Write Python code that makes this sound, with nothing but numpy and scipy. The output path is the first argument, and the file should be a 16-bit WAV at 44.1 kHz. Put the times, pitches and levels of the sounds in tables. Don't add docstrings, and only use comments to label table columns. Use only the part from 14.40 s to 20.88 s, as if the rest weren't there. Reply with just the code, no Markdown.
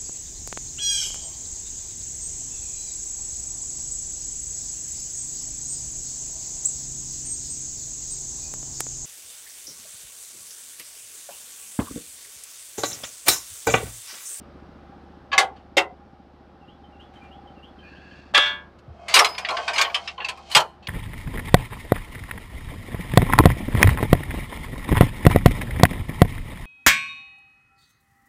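import sys
import numpy as np
from scipy import signal
from scipy.fft import rfft, irfft
from scipy.io import wavfile
from scipy.ndimage import uniform_filter1d, minimum_filter1d

SR = 44100
rng = np.random.default_rng(int(sys.argv[2]) if len(sys.argv) > 2 else 0)


def master(y):
    cut = np.clip(np.atleast_2d(y).T, -1, 1)
    pcm = np.round(cut * 32767)
    wavfile.write(sys.argv[1], SR, pcm.astype(np.int16))


N = 285591


def amp(db):
    return 10 ** (np.asarray(db) / 20)


def evened(x):
    return x / np.sqrt(np.mean(x ** 2) + 1e-20)


def read(points, hz):
    f, value = np.transpose(points)
    return np.interp(np.log(hz + 1), np.log(f + 1), value)


def along(rows):
    s, *columns = np.transpose(rows)
    t = np.arange(s[0], s[-1], 1 / SR)
    return [t] + [np.interp(t, s, c) for c in columns]


def add(mix, s, sound):
    part = mix[max(round(s * SR), 0):][:len(sound)]
    part += sound[:len(part)]


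def resonate(x, hz, width):
    return signal.lfilter(*signal.iirpeak(hz, hz / max(width, 5), SR), x)


def twice(x, hz, width):
    return resonate(resonate(x, hz, width), hz, width)


def engine_roar():
    # f/Hz, level per Hz/dB
    roar_spectrum = [(15, -47.5), (30, -44.5), (60, -8.5), (120, -10.5), (200, -6), (340, -21), (400, -15),
                     (550, -12.5), (950, -19), (1300, -18), (2100, -30), (3300, -33.5), (5200, -39),
                     (7000, -53.5), (15000, -66)]
    hz, _, z = signal.stft(rng.standard_normal(N), SR, nperseg=2048)
    patches = uniform_filter1d(rng.standard_normal(z.shape), size=14, axis=0)
    patches = evened(uniform_filter1d(patches, size=6, axis=1))
    field = z * amp(read(roar_spectrum, hz)[:, None] + 0.5 * patches)
    return evened(signal.istft(field, SR, nperseg=2048)[1][:N])


def engine_hum(turns):
    # multiple of the cycle rate, level/dB
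    orders = [(3, -16.5), (5, -4.5), (24, -9)]
    wander = evened(signal.lfilter([1], [1, -np.exp(-25. / SR)], rng.standard_normal(N)))
    hum = sum(amp(db) * np.sin(2 * np.pi * (k * (turns + .006 * wander) + rng.random()))
              for k, db in orders)
    swell = 1 + 0.04 * np.cos(2 * np.pi * (turns - .3))
    return np.sqrt(2) * hum * swell


def exhaust_knock(turns, cycle_hz):
    u = turns % 1 / cycle_hz
    strength = amp(1.2 * rng.standard_normal(size=200))[turns.astype(int) + 1]
    sweep = np.sin(2 * np.pi * (85 * u + 11000 * u ** 2))
    knock = strength * sweep * np.exp(-((u - .0075) / .0055) ** 2)
    knock += 0.088 * np.roll(knock, round(.44 * SR / cycle_hz))
    knock -= uniform_filter1d(knock, size=900)
    return evened(knock)


def casing_ring(turns):
    gate = 0.93 + np.exp(-((turns - .15) % 1) / 0.39)
    main = twice(gate * rng.standard_normal(N), 805, 51)
    side = twice(gate * rng.standard_normal(N), 755, 66)
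    return evened(main + 0.5 * side)


def engine():
    # t/s, roar level/dB, casing ring level/dB
    levels = [(0.0, -49.5, -69.5), (.5, -50.5, -55.5), (1.9, -55, -60), (2.999, -51, -52),
              (4.1, -52.5, -69.5), (5.299, -55.5, -47), (6.48, -54, -58.5)]
    cycle_hz, first_s = 14.57, .012
    hum_over_db, knock_over_db = 2, -2
    fade_from_s, fade_lasts_s, fade_db = 3.9, .9, -16
    t = np.arange(N) / SR
    s, *columns = np.transpose(levels)
    roar_db, casing_db = (np.interp(t, s, c) for c in columns)
    knock_db = roar_db + knock_over_db + fade_db * np.clip((t - fade_from_s) / fade_lasts_s, 0, 1)
    turns = (t - first_s) * cycle_hz
    low = amp(roar_db + hum_over_db) * engine_hum(turns) + amp(roar_db) * engine_roar()
    return low + amp(knock_db) * exhaust_knock(turns, cycle_hz) + amp(casing_db) * casing_ring(turns)


def birds():
    # t from the phrase start/s, f/Hz, level/dB
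    phrase = [
        [(0, 2919, -4), (.012, 2767, -2), (.04, 2680, -5)],
        [(.066, 2658, 7), (.08, 2889, 9.5), (.1, 3326, -1.5), (.145, 3420, -4.5)],
        [(.228, 3274, -9), (.24, 3094, 5), (.27, 2936, -17)],
    ]
    # t/s, level/dB
    phrases = [(2.205, -61.5), (2.522, -57.5), (2.838, -58.5), (3.154, -55.5), (3.477, -62.5)]
    # t/s, level/dB, f/Hz
    answers = [(2.808, -55.5, 2369), (3.429, -54, 2440)]
    answer_note = [(0, 1.01, 8), (.02, 1, 2.5), (.05, 1.005, 3.5)]  # t/s, factor on f, level/dB
    out = np.zeros(N)
    notes = [(s, db, 1, note) for s, db in phrases for note in phrase]
    notes += [(s, db, hz, answer_note) for s, db, hz in answers]
    for s, db, factor, note in notes:
        t, hz, shape_db = along(note)
        rough_hz = factor * hz * (1 + .1 * rng.standard_normal(len(t)))
        tone = np.sin(2 * np.pi * np.cumsum(rough_hz) / SR) * signal.windows.tukey(len(t), .4)
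        add(out, s + t[0], amp(db + shape_db) * tone)
    echoes = rng.standard_normal(SR // 4) * amp(-60 * np.arange(SR // 4) / SR / 0.2)
    return out + amp(0.5) * signal.oaconvolve(out, echoes / np.linalg.norm(echoes))[:N]


def bark_rustles():
    # t/s, level/dB, decay time constant/s
    rustles = [(2.601, -59.5, 0.0695), (2.737, -55, 0.097), (2.834, -56.5, 0.049), (2.87, -75, 0.0414)]
    out = np.zeros(N)
    t = np.arange(SR // 4) / SR
    for s, db, length in rustles:
        noise = evened(twice(rng.standard_normal(len(t)), 1370, 1770))
        add(out, s, amp(db) * noise * np.exp(-t / abs(length)))
    return out


def log_thuds():
    # t/s, level/dB, f/Hz
    thuds = [(4.477, -30.5, 114.8), (4.497, -30.5, 81.5), (6.161, -18, 150.7)]
    out = np.zeros(N)
    for s, db, hz in thuds:
        u = np.arange(SR // 10) / SR * hz
        push = np.sin(2 * np.pi * u) * 2.0 * u * np.exp(-1.3 * u)
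        add(out, s, amp(db) * resonate(push, hz, 1.4 * hz))
    return out


def drag(rows, colour, peaks, edge_hz):
    slips_per_s = 9000
    t, db = along(rows)
    edge_db = np.linspace(*colour[:2], len(t))
    tilt_db = np.linspace(*colour[2:], len(t))
    sizes = amp(2.2 * np.minimum(rng.exponential(size=len(t)), 3))
    slips = rng.standard_normal(len(t)) * (rng.random(len(t)) < slips_per_s / SR) * sizes
    low_hz = peaks[0][0]
    body = 0
    for hz, width, p in peaks:
        band = evened(twice(slips, hz, 2.195 * width)) * np.sqrt(width / 60)
        body = body + amp(p + tilt_db * np.log2(hz / low_hz)) * band
    edge = twice(twice(slips, edge_hz, edge_hz * 1.4), edge_hz, edge_hz * 1.4)
    sound = 0.2476 * body + amp(edge_db) * evened(edge)
    return t[0], amp(db) * sound * signal.windows.tukey(len(t), .05)


def drags():
    # t/s, level/dB
    rail_levels = [(3.35, -65), (3.48, -50), (3.6, -52.5), (3.8, -51.5), (3.85, -59.5), (3.93, -59.5)]
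    clamp_levels = [(4.4, -66), (4.594, -48.5), (4.736, -31.5), (4.906, -49), (5.15, -31.5), (5.25, -33.5),
                    (5.422, -37.5), (5.564, -45), (5.7, -44), (5.76, -59), (5.82, -56), (6.05, -56.5),
                    (6.14, -44.5), (6.2, -57)]
    # f/Hz, base width/Hz, level/dB
    rail_peaks = [(1645.4, 85.6, 8), (2680, 137, -1.5), (3340, 91, -17), (3980, 33.5, -14),
                  (4354, 150, -13), (6180, 30, -38)]
    clamp_peaks = [(686.2, 47.9, 10.5), (1048, 150, -3), (1111, 8.3, -2.5), (1470, 9.9, -14),
                   (1506, 23, -3), (2171, 38, 0), (2547, 23, 1.5), (2920, 41, -10.5), (3200, 92, -4),
                   (3460, 37, -36.5), (4330, 46, -11), (5170, 26, -29)]
    rail_colour = (-24.5, -5, 4, 5)
    clamp_colour = (-25.5, 0.5, -5, 3.21)
    out = np.zeros(N)
    add(out, *drag(rail_levels, rail_colour, rail_peaks, 3170))
    add(out, *drag(clamp_levels, clamp_colour, clamp_peaks, 3800))
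    return out


def ring(modes, damped_s, size=24576):
    t = np.arange(size) / SR
    out = np.zeros(size)
    for hz, db, t60 in modes:
        choke = np.exp(-(t / damped_s * (hz / 1500) ** .4) ** 3)
        out += amp(db - 60 * t / max(t60, .02)) * np.sin(2 * np.pi * hz * t) * choke
    return out


def pin_chimes():
    # f/Hz, level/dB, t60/s
    pin_modes = [(5060, 0, .7), (9851, -11, .5), (10900, -20, .55), (11800, -25, .35), (14250, -14, .4)]
    # t/s, level/dB, extra level above 10 kHz/dB
    taps = [(4.789, -30.5, -0.5), (4.845, -32, -18.5), (5.412, -52.5, 12.5)]
    out = np.zeros(N)
    for s, db, extra_db in taps:
        modes = [(hz, p + extra_db * (hz > 10000), t60) for hz, p, t60 in pin_modes]
        add(out, s, amp(db) * ring(modes, 1.3))
    return out


def crash_noise(colour_db, f, size, t60):
    # f/Hz, level per Hz/dB
    spectrum = [(90, -57.5), (150, -38), (380, -12.5), (700, -1), (1100, -2), (1800, -5), (3000, -3),
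                (5000, -12), (9700, -24.5), (14000, -32), (15800, -49)]
    # f/Hz, factor on t60
    lasts = [(200, 2.096), (800, 1.711), (2000, 0.97), (5000, 0.704), (12000, 0.74)]
    # f/Hz, time constant/ms
    lags = [(200, 11), (800, 17), (2000, 0.5), (6000, 1.9)]
    close_db = 4.7 * evened(uniform_filter1d(rng.standard_normal(size=len(f)), size=24))
    gain = amp(read(spectrum, f) + colour_db + close_db)
    steady = irfft(rfft(rng.standard_normal(size=size)) * gain)
    hz, t, z = signal.stft(steady, SR, nperseg=128, noverlap=96)
    dying = amp(-60 * t / (max(t60, .02) * read(lasts, hz)[:, None]))
    building = 1 - np.exp(-(t + 0.00033) * 1000 / abs(read(lags, hz))[:, None])
    return signal.istft(z * dying * building, SR, nperseg=128, noverlap=96)[1][:size]


def blow(row):
    # f/Hz, level/dB, base t60/s
    latch_modes, stop_modes = [(1120, -3, .2), (1679, 0, .1), (2089, -14, .2), (2401, -6, .1),
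                               (2569, -.6, .13), (2885, -9.5, .1), (3102, -3.5, .1), (3666, -8, .1),
                               (4474, -15, .11), (4613, -16, .2), (5642, -22, .2), (5898, -19, .2),
                               (6676, -13, .17), (7320, -22, .12)], [(802, -20, 0.4), (1120, 0, 0.046), (1723, -4, 0.11),
                                              (2089, 0, 0.08), (2579, -10, 0.13), (3068, -10, 0.11),
                                              (3252, -15, 0.22), (3639, -5, 0.068), (3887, -10, 0.071),
                                              (4172, -11, 0.073), (4350, -13, 0.11), (4635, -13, 0.087),
                                              (4872, -19, 0.12), (5658, -20, 0.1), (5884, -13, 0.1),
                                              (6013, -9, 0.081), (6783, -18, 0.1), (7321, -17, 0.062)]
    post_modes, rail_modes = [(334, -14, 0.25), (554, -7, 0.19), (802, -21, 0.25), (1007, -24, 0.3),
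                              (1448, -16, 0.091), (1631, -23, 0.14), (2121, 0, 0.074), (2060, -26, 0.45),
                              (2000, -28, 0.4), (2579, -20, 0.15), (2659, -15, 0.11), (3090, -14, 0.077),
                              (3155, -3, 0.043), (3548, -18, 0.078), (4285, -25, 0.087), (6874, -17, 0.071)], [(592, -12, 0.23), (894, -17, 0.38), (1017, -18, 0.4),
                                            (1093, -15, 0.32), (1147, -12, 0.29), (1292, -6, 0.21),
                                            (1453, -14, 0.44), (1631, 0, 0.42), (1717, -3, 0.36),
                                            (1986, -6, 0.2), (2105, -22, 0.39), (2239, -9, 0.45),
                                            (2433, -27, 0.53), (2692, -3, 0.14), (2767, -7, 0.36),
                                            (2988, -23, 0.4), (3058, -10, 0.29), (3203, -17, 0.42),
                                            (3316, 0, 0.4), (3537, -3, 0.4), (3671, -11, 0.26),
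                                            (3790, -12, 0.26), (4350, -25, 0.23), (4947, -18, 0.2),
                                            (5620, -22, 0.25)]
    clamp_modes = [(145, -13, 0.21), (624, -9, 0.22), (958, 0, 0.15), (2186, -11, 0.16), (2487, -7, 0.11),
                   (2762, -7, 0.14), (3068, -7, 0.21), (3133, -3, 0.25), (1230, -12, .4), (4043, -22, 0.21),
                   (4646, -22, 0.26), (4990, -13, 0.13), (5572, -10, 0.092), (6568, -11, 0.12),
                   (7887, -7, 0.1)]
    voices = {"latch": (.1, 0.93, 5, 1.1), "stop": (0.21, .83, 0.79, .8), "post": (.15, .9, 1.5, 1.8),
              "rail": (0.2533, 2.633, 3.6, 1.9), "clamp": (-0.15, 1, -24, 0.5769),
              "locked clamp": (0.04, 0.9551, -4.5, -1.5)}
    favoured = {"latch": (1130, 4600), "stop": (800, 3710), "post": (554, 2750), "rail": (1147, 3430),
                "clamp": (1090, 4600), "locked clamp": (900, 4040)}
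    s, voice, db, bass_db, treble_db, middle_hz, t60 = row
    damped_s, free, ring_db, rise_ms = voices[voice]
    table = {"latch": latch_modes, "stop": stop_modes, "post": post_modes, "rail": rail_modes,
             "clamp": clamp_modes, "locked clamp": clamp_modes}[voice]
    answer = ring([(hz, p, free * lasts) for hz, p, lasts in table], damped_s)
    shift = 1 + .07 * rng.standard_normal(size=2) * (voice == "clamp")
    low_hz, high_hz = np.array(favoured[voice]) * shift
    size, spot_hz = len(answer), (low_hz, middle_hz, high_hz)
    f = np.fft.rfftfreq(size, 1 / SR)
    top_db = -13.5 + 2.2 * treble_db
    contact_db = read([(1000, bass_db), (1900, 0.00094), (3500, 0), (8000, treble_db), (14000, top_db)], f)
    spot_db = sum(9 * np.exp(-(np.log((f + 1) / hz) / 0.058) ** 2) for hz in spot_hz)
    crash = crash_noise(contact_db + spot_db, f, size, t60)
    modes = irfft(rfft(answer) * amp(contact_db + 0.14 * spot_db))
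    head = slice(0, 600)
    clear_db = ring_db + 0.19 * db
    sound = crash / np.std(crash[head]) + amp(clear_db) * modes / np.std(modes[head])
    lingering = [(hz, p, 0.67 * t60) for hz, p in zip(spot_hz, (-9, -3.5, -14))]
    sound += ring(lingering, 0.19, size=size)
    sound /= abs(sound[head]).max()
    contact = abs(rise_ms) * amp(-.3 * min(db, 0)) * SR / 1000
    rise = 1 - np.exp(-np.arange(size) / (contact + 1))
    return s, (amp(db) * rise * sound)[:size - 2048]


def clanks():
    blows = [(.917, "latch", -13.5, 1, -19, 2606, 0.133), (0.928, "latch", -8, 2.5, -10.5, 1669, 0.182),
             (0.979, "stop", 7.5, 1, 5.5, 2060, 0.1562), (1.158, "latch", -44, -1, -7.5, 2934, 0.25),
             (1.368, "post", -1.5, 7.5, 7.5, 3666, 0.1492), (1.378, "post", 1.5, -9.5, 0, 1982, 0.113),
             (3.938, "rail", -6.5, 20.5, 5, 2900, 0.134), (3.945, "rail", 0, -15, -0.94, 1674, 0.407),
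             (3.978, "clamp", 3.5, 6.5, 2.5, 1341, 0.0187), (4.057, "clamp", -20.5, -13, -4.5, 1447, 0.289),
             (4.386, "clamp", -46.5, -3, 6, 1466, 0.0724), (4.682, "clamp", -19, -3.5, 4.5, 2175, 0.139),
             (4.695, "clamp", -21, -4.5, 1.5, 2100, 1), (4.74, "clamp", 3, -9, 9.5, 2869, 0.241),
             (4.764, "clamp", -1, -2.5, -17, 2596, 0.086), (4.79, "clamp", 3.5, 3, 8, 2097, 0.0817),
             (4.845, "clamp", -5.5, -0.98, 5.5, 2135, 0.111),
             (4.885, "clamp", -29.5, 14.5, 13.5, 2256, 0.184), (4.946, "clamp", -28, -9.5, -9, 2140, 0.061),
             (4.98, "clamp", -15.5, -1, 6, 2376, 0.119), (5.048, "clamp", -12.5, -15, -20.5, 1934, 0.107),
             (5.086, "clamp", -14, 8.5, -0.5, 2380, 0.131), (5.104, "clamp", -18.5, 9, 4.5, 1401, 0.135),
             (5.167, "clamp", -16.5, 3, -6.5, 1567, 0.142), (5.278, "clamp", -11.5, 4.8, -1.5, 2437, 0.154),
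             (5.332, "clamp", -18.5, -3, 5, 2311, 0.4), (5.359, "clamp", -11.5, 1.86, -1, 2910, 0.109),
             (5.38, "clamp", -6.5, -5, 1.45, 2242, 0.2035), (5.412, "clamp", -6, -7, 6, 2197, 0.1073),
             (5.444, "clamp", -16.5, -8, -32.5, 3029, 0.129),
             (5.498, "clamp", -25.5, 4, -28.5, 2276, 0.077), (5.544, "clamp", -9, -7, 1, 3120, 0.138),
             (5.675, "clamp", -17, -12, -8.5, 2763, 0.1128),
             (5.779, "clamp", -25.5, 12, -44.5, 3020, 0.103), (5.802, "clamp", -22, 2, -41, 2754, 0.174),
             (5.845, "clamp", -15.5, -15, -3.5, 2633, 0.1175), (5.885, "clamp", -16.5, -6, 4, 2468, 0.1114),
             (5.972, "clamp", -33.5, 16, 8.5, 2448, 0.115), (6.098, "locked clamp", -29.5, 1, 10, 1144, .2),
             (6.113, "clamp", -21.5, -7.5, 10, 2996, 0.44), (6.149, "clamp", 2, 0.93, 7, 2837, 0.1172),
             (6.163, "locked clamp", -0.35, 2, 8.5, 3189, 0.1218),
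             (6.199, "clamp", -17.5, -1.5, 9.5, 3160, 0.115), (6.424, "clamp", -43, -0.5, -5, 2620, 0.46),
             (6.47, "clamp", -19, -24.5, -4, 2327, 0.056)]
    out = np.zeros(N)
    for row in blows:
        add(out, *blow(row))
    return out


def scene():
    background = engine() + birds()
    handling = bark_rustles() + log_thuds() + drags()
    return (background + handling + pin_chimes() + clanks())[None]


def record(dry):
    edge_hz = 15600
    peak_db = 20 * np.log10(-minimum_filter1d(-abs(dry[0]), size=64) + 1e-9)
    fall = np.arange(N) * 160.0 / SR
    envelope_db = np.maximum.accumulate(peak_db + fall) - fall
    over_db = np.maximum(envelope_db + .7, 0)
    held = dry / amp(uniform_filter1d(over_db, size=32))
    lowpass = signal.firwin(511, edge_hz, window=("kaiser", 9), fs=SR)
    return signal.oaconvolve(held, lowpass[None], "same")


dry = scene()
out = record(dry)
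master(out)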